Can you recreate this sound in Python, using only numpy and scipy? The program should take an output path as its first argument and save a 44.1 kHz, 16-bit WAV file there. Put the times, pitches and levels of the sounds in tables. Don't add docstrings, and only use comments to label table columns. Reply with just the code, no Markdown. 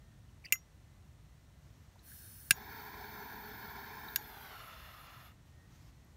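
import sys
import numpy as np
from scipy import signal
from scipy.fft import rfft, irfft, next_fast_len
from scipy.io import wavfile
from scipy.ndimage import uniform_filter1d, map_coordinates

SR = 44100
rng = np.random.default_rng(int(sys.argv[2]) if len(sys.argv) > 2 else 0)


def pcm_store(signal):
    levels = np.round(np.clip(np.atleast_2d(signal), -1, 1) * 32767)
    wavfile.write(sys.argv[1], SR, levels.astype(np.int16).T)


N = 271944
T = np.arange(N) / SR

# t/s, snap level/dB, snap f/Hz,
# fizz level/dB, fizz f/Hz, ping f/Hz, then thump, grip, shell, case and lid level/dB
SNAPS = [(0.5236, -28, 6530, -24.5, 14230, 7060, -39, -34.5, -17, -29.5, -21.5),
         (2.5080, -20.5, 3920, -21, 10830, 9600, -23, -12.5, -14, -34, -41),
         (4.1596, -29.5, 3860, -30.5, 13200, 12670, -42, -27.5, -56, -41.5, -65)]


def amp(db):
    return 10 ** (np.asarray(db) / 20)


def unit(x):
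    return x / np.sqrt(np.mean(x ** 2) + 1e-20)


def along(points, hz):
    f, db = np.transpose(points)
    return amp(np.interp(np.log(hz + 1), np.log(f + 1), db, -120, -120))


def gains(rows):
    s, *columns = np.transpose(rows)
    return [amp(np.interp(T, s, db, -140, -140)) for db in columns]


def wobble(rate):
    knots = rng.standard_normal(int(N * rate / SR) + 4)
    return map_coordinates(knots, [T * rate])


def filtered(x, response):
    m = next_fast_len(x.shape[-1] + 8192)
    spectrum = rfft(x, m) * response(np.fft.rfftfreq(m, 1 / SR))
    return irfft(spectrum, m)[..., :x.shape[-1]]


def rush(colour, patchy_db, size=1024):
    top_hz = 15740
    hz, s, z = signal.stft(rng.standard_normal(N), SR, nperseg=size)
    field = uniform_filter1d(rng.standard_normal(z.shape), size=12, axis=0)
    field = uniform_filter1d(field, size=5, axis=1)
    z = z * amp(patchy_db * unit(field))
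    z = z * colour(hz[:, None], s) * (hz[:, None] < top_hz)
    return unit(signal.istft(z, SR, nperseg=size)[1][:N])


def resonance(f, hz, width_hz):
    return 1j * f * width_hz / (hz * hz - f * f + 1j * f * width_hz)


def comb(modes, f):
    humps = [amp(db) / (1 + (2 * (f - hz) / width) ** 2) for hz, width, db in modes]
    return np.sqrt(sum(hump ** 2 for hump in humps))


def held(modes, hz, stretch, nulls=()):
    grid = np.arange(0, SR, 4)
    gain = comb(modes, grid)
    for null_hz, width_hz in nulls:
        gain = gain * (1 - .65 / (1 + (2 * (grid - null_hz) / width_hz) ** 2))
    return np.interp(hz * stretch, grid, gain)


def ringing(modes, t):
    sound = np.zeros(len(t))
    for hz, db, t60 in modes:
        level_db = db + rng.normal(0, 1.5)
        sound += amp(level_db - 60 * t / t60) * np.sin(2 * np.pi * (hz * t + rng.random()))
    return sound


def road_rumble():
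    # t/s, level/dB before the lumps
    traffic = [(0.0, -58), (.9, -60.5), (1.44, -58.5), (2.3, -56), (2.85, -58), (5.39, -58.5),
               (5.75, -56.5), (6.17, -57.5)]
    # f/Hz, relative level/dB per Hz
    body_spectrum = [(15, -42.5), (26, -11.5), (54, 2.5), (128, -3.5), (154, -4.5), (179, -14),
                     (205, -10.5), (232, -17), (290, -18), (381, -26.5), (500, -31.5), (650, -65),
                     (1100, -120)]
    lumps = amp(1.4 * wobble(6))
    noise = rush(lambda hz, s: along(body_spectrum, hz), patchy_db=.4, size=8192)
    return gains(traffic)[0] * lumps * noise


def air_hush():
    # f/Hz, relative level/dB per Hz
    hush_spectrum = [(150, -27.5), (250, -8.5), (451, -14), (536, -12.5), (672, -11.5), (872, -14.5),
                     (951, -14), (1520, -17), (1840, -18), (2190, -20), (3620, -21.5), (4300, -21.5),
                     (4900, -26.5), (5600, -22.5), (9300, -27.5), (10400, -33), (11400, -29),
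                     (15800, -33.5)]
    rms_db = -70.5
    return amp(rms_db) * rush(lambda hz, s: along(hush_spectrum, hz), patchy_db=0.1)


def whine():
    pitches = [1800, 2000]
    levels = [-87, -84]
    # t/s, width/s, rise in level/dB
    swells = [(.1, .2, 8), (5.55, .25, 5), (5.64, .05, 6)]
    swell_db = sum(db * np.exp(-((T - s) / width) ** 2) for s, width, db in swells)

    def tone(hz, db):
        drifting_hz = hz + 18 * wobble(1.5) + 11 * wobble(14)
        return amp(db + 3.2 * wobble(9)) * np.sin(2 * np.pi * np.cumsum(drifting_hz) / SR)

    return tone(pitches[0], levels[0] + swell_db) + tone(pitches[1], levels[1])


def ticks():
    # t/s, peak level/dB, f/Hz
    contacts = [(.289, -64, 3000), (.440, -52, 2400), (0.446, -44.5, 2220), (.449, -45.5, 4770),
                (.453, -42, 4780), (.455, -50, 5730), (.457, -45, 1973), (0.463, -42.5, 2710),
                (.472, -55.5, 2800), (.484, -51, 2720), (.503, -57, 2200), (.537, -44, 1415),
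                (.553, -47, 1350), (.557, -49.5, 2800), (1.957, -54, 760), (1.992, -60, 4120),
                (2.117, -50, 1690), (4.083, -43, 3780), (6.045, -65, 12600)]
    t60_s, width_hz, broadband_share = .03, 650, .02
    out, t = np.zeros(N + SR), np.arange(SR // 10) / SR
    for s, db, hz in contacts:
        grit = rng.standard_normal(len(t)) * rng.random(len(t)) ** 3
        grit = amp(-60 * t / t60_s) * grit
        tick = filtered(grit, lambda f: broadband_share + resonance(f, hz, width_hz) ** 3)
        out[round(s * SR):][:len(t)] += amp(db) * tick / abs(tick).max()
    return out[:N]


def snaps():
    # f/Hz, relative level/dB, t60/s
    case_modes = [(5405, -8, .049), (5692, -14, .2), (6762, 0, .1)]
    # f/Hz, relative level/dB, t60/s
    lid_modes = [(1319, -24, .11), (2062, -2, .083), (2110, -12, .05), (9313, -11, .059), (11490, -8, .035),
                 (12250, -11, .09), (12480, -18, .052), (13260, -12, .037), (14180, -2, .051),
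                 (15020, -19, .064)]
    # f/Hz, relative level/dB, t60/s
    grip_modes = [(1630, 1.5, 0.03), (2050, -10, 0.026)]
    # f/Hz, relative level/dB, t60/s
    shell_modes = [(2365, -2.5, 0.026), (2626, -2, 0.029), (2802, -0.5, 0.023), (3110, -10, 0.03)]
    snap_width_hz, fizz_width_hz, ping_db, thump_lag_s = 7100, 7000, -20, .004
    out, t = np.zeros(N + SR), np.arange(SR // 3) / SR
    rise = 1 - np.exp(-t / 0.00017)
    contacts, cabin_answer = np.exp(-(t / .0032) ** 2), amp(-13 - 60 * t / .055)
    blow = rise * (contacts + cabin_answer)
    for (s, snap_db, snap_hz, fizz_db, fizz_hz, ping_hz,
         thump_db, grip_db, shell_db, case_db, lid_db) in SNAPS:
        sound = np.zeros(len(t))
        colours = [(snap_db, snap_hz, snap_width_hz), (fizz_db, fizz_hz, fizz_width_hz)]
        for level_db, hz, width_hz in colours:
            noise = blow * rng.standard_normal(len(t))
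            part = filtered(noise, lambda f: resonance(f, hz, width_hz) ** 3)
            onset_rms = np.sqrt(np.mean(part[:SR // 250] ** 2))
            sound = sound + amp(level_db) * part / onset_rms
        struck = [(ping_db, [(ping_hz, 0, .02)]), (grip_db, grip_modes), (shell_db, shell_modes),
                  (case_db, case_modes), (lid_db, lid_modes)]
        for level_db, modes in struck:
            sound = sound + rise * amp(level_db) * ringing(modes, t)
        sound = filtered(sound, lambda f: (1j * f / (900 + 1j * f)) ** 4)
        thump = amp(thump_db - 60 * t / 0.018) * (1 - np.exp(-t / 0.0011)) * np.sin(2 * np.pi * 135 * t)
        out[round(s * SR):][:len(t)] += sound
        out[round((s + thump_lag_s) * SR):][:len(t)] += thump
    return out[:N]


def sleeve():
    # t/s, length/s, level/dB before the fluctuation
    rustles = [(1.606, 0.52, -76), (5.46, .05, -75), (5.525, .65, -80), (5.704, 0.2, -73.5)]
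    # f/Hz, relative level/dB per Hz
    cloth_spectrum = [(300, -15), (900, 2.5), (2000, -2.5), (4000, -7), (6500, -4), (9000, -18),
                      (15000, -10)]
    edge_s = .03
    moves = np.zeros(N)
    for s, length, db in rustles:
        inside_s = np.minimum(T - s, s + length - T)
        moves += amp(db) * np.clip(inside_s / edge_s + .5, 0, 1)
    noise = rush(lambda hz, s: along(cloth_spectrum, hz), patchy_db=1.5)
    return moves * amp(0.88 * wobble(37)) * noise


def valve_gas(sway):
    # f/Hz, width/Hz, relative level/dB
    unlit_humps = [(1610, 380, -6.0), (2510, 1500, -18.0), (3100, 360, -17.0), (3720, 350, -14.5),
                   (4350, 400, -8.0), (5290, 370, -8.5), (5930, 420, -8.5), (6620, 460, -12.5),
                   (7180, 230, -11.5), (7750, 540, -12.5), (8640, 430, -9.5), (9000, 290, -9.5),
                   (9650, 520, -0.5), (10290, 390, -9.0), (11040, 670, -4.5), (11780, 430, -5.0),
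                   (12400, 540, -7.0), (13180, 1500, -7.5), (13790, 770, -7.0), (14720, 1500, -2.5)]
    open_s, rise_s, settled_db = 2.017, 0.038, -58
    surge_db, surge_decay_s = 4.5, 0.26
    since = np.maximum(T - open_s, 0)
    level = amp(settled_db + surge_db * np.exp(-since / surge_decay_s))
    flow = (1 - np.exp(-since / rise_s)) ** 2 * level * (T < SNAPS[1][0])
    return flow * rush(lambda hz, s: held(unlit_humps, hz, sway(s)), patchy_db=1.5)


def flame(sway):
    # t/s, roar level/dB, nozzle hiss level/dB, both before flutter
    course = [(2.508, -59.5, -62.5), (2.56, -52.5, -57), (2.64, -50.5, -57.5), (3.57, -49.5, -57),
              (4.05, -50, -57.5), (4.36, -54, -59), (4.5, -52, -61.5), (4.95, -56, -66.5),
              (5.27, -58.5, -66.5), (5.32, -66.5, -79), (5.36, -85, -88)]
    # f/Hz, width/Hz, relative level/dB
    raised_humps = [(220, 100, -4.0), (300, 110, -10.0), (820, 230, -2.0), (910, 120, 0.0),
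                    (1010, 150, -2.0), (1410, 220, -4.5), (1670, 310, -0.5), (2260, 360, -8.0),
                    (2650, 70, -17.0), (3100, 250, -18.5), (3480, 240, -14.0), (3760, 260, -14.0),
                    (4110, 170, -19.0), (4450, 320, -11.5), (5180, 410, -15.5), (6020, 450, -19.0),
                    (6830, 950, -25.5), (7890, 440, -28.5), (8510, 650, -32.5), (9020, 260, -31.5),
                    (9660, 540, -28.0), (10310, 550, -31.0), (11050, 430, -23.0), (11890, 340, -23.5),
                    (12560, 580, -19.5), (13120, 310, -20.5), (13480, 160, -17.0), (13880, 400, -10.0),
                    (14540, 500, -8.0), (15290, 470, -13.0)]
    # f/Hz, width/Hz, relative level/dB
    lowered_humps = [(720, 420, -9.0), (1040, 110, -3.5), (1290, 220, 0.0), (1860, 1070, -8.5),
                     (2820, 420, -8.5), (3500, 380, -10.5), (4180, 540, -14.5), (4730, 330, -19.5),
                     (5280, 520, -17.0), (5840, 250, -23.5), (6150, 120, -24.5), (6460, 410, -22.0),
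                     (6840, 160, -26.5), (7070, 950, -23.5), (8260, 490, -30.5), (8860, 610, -25.5),
                     (9380, 300, -29.5), (9910, 670, -25.5), (11190, 780, -20.0), (11930, 640, -16.0),
                     (12650, 910, -19.5), (13710, 900, -21.0), (14640, 230, -21.0), (15200, 1250, -23.0)]
    # f/Hz, width/Hz, relative level/dB
    cabin_mode = [(418, 55, 1)]
    # f/Hz, width/Hz
    echo_nulls = [(555, 60), (1225, 70), (2575, 60), (2850, 90), (4800, 120), (5600, 120)]
    lower_s, lower_length_s, turn_s = 4.14, 0.6, 0.13
    echo_from_ms, echo_to_ms, echo_share = .8, 1.6, 0.13

    def colour(hz, s, is_hiss, slide):
        way = np.clip((s - lower_s) / lower_length_s, 0, 1)
        if is_hiss:
            down = 1 - np.exp(-np.maximum(s - lower_s, 0) / turn_s)
        else:
            down = np.sin(np.pi / 2 * way) ** 2
        raised = held(raised_humps, hz, sway(s) * (1 + slide * down), echo_nulls) ** 2
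        raised = raised + comb(cabin_mode, hz) ** 2
        lowered = held(lowered_humps, hz, sway(s) / (1 + slide * (1 - down))) ** 2
        power = (1 - down) * raised / raised.mean(0) + down * lowered / lowered.mean(0)
        below = 1 / (1 + (hz / 8000) ** 8)
        gain = np.sqrt(power) * (1 - below if is_hiss else below)
        echo_ms = echo_from_ms + (echo_to_ms - echo_from_ms) * way
        echo = echo_share * np.sin(np.pi * way)
        gain = gain * abs(1 + echo * np.exp(2j * np.pi * hz * echo_ms / 1000))
        return gain / np.sqrt(np.mean(gain ** 2, axis=0))

    roar, hiss = gains(course)
    burn = rush(lambda hz, s: colour(hz, s, is_hiss=False, slide=0.23), patchy_db=1.07, size=2048)
    nozzle = rush(lambda hz, s: colour(hz, s, is_hiss=True, slide=0.11), patchy_db=2.3)
    flutter = amp(0.29 * wobble(9) + 0.94 * wobble(70))
    return roar * flutter * burn + hiss * amp(0.55 * wobble(12)) * nozzle


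def jet():
    tremor = wobble(3)

    def sway(s):
        return 1 + .003 * np.interp(s, T, tremor)

    return valve_gas(sway) + flame(sway)


def scene():
    cabin = road_rumble() + air_hush() + whine() + sleeve()
    return (cabin + ticks() + snaps() + jet())[None]


def record(dry):
    top_hz = 16984

    def response(hz):
        bass = 1 / (1 + (36 / (hz + 1)) ** 4)
        return bass * np.clip((top_hz - hz) / 1250, 0, 1) ** 5

    return filtered(dry, response)


dry = scene()
out = record(dry)
pcm_store(out)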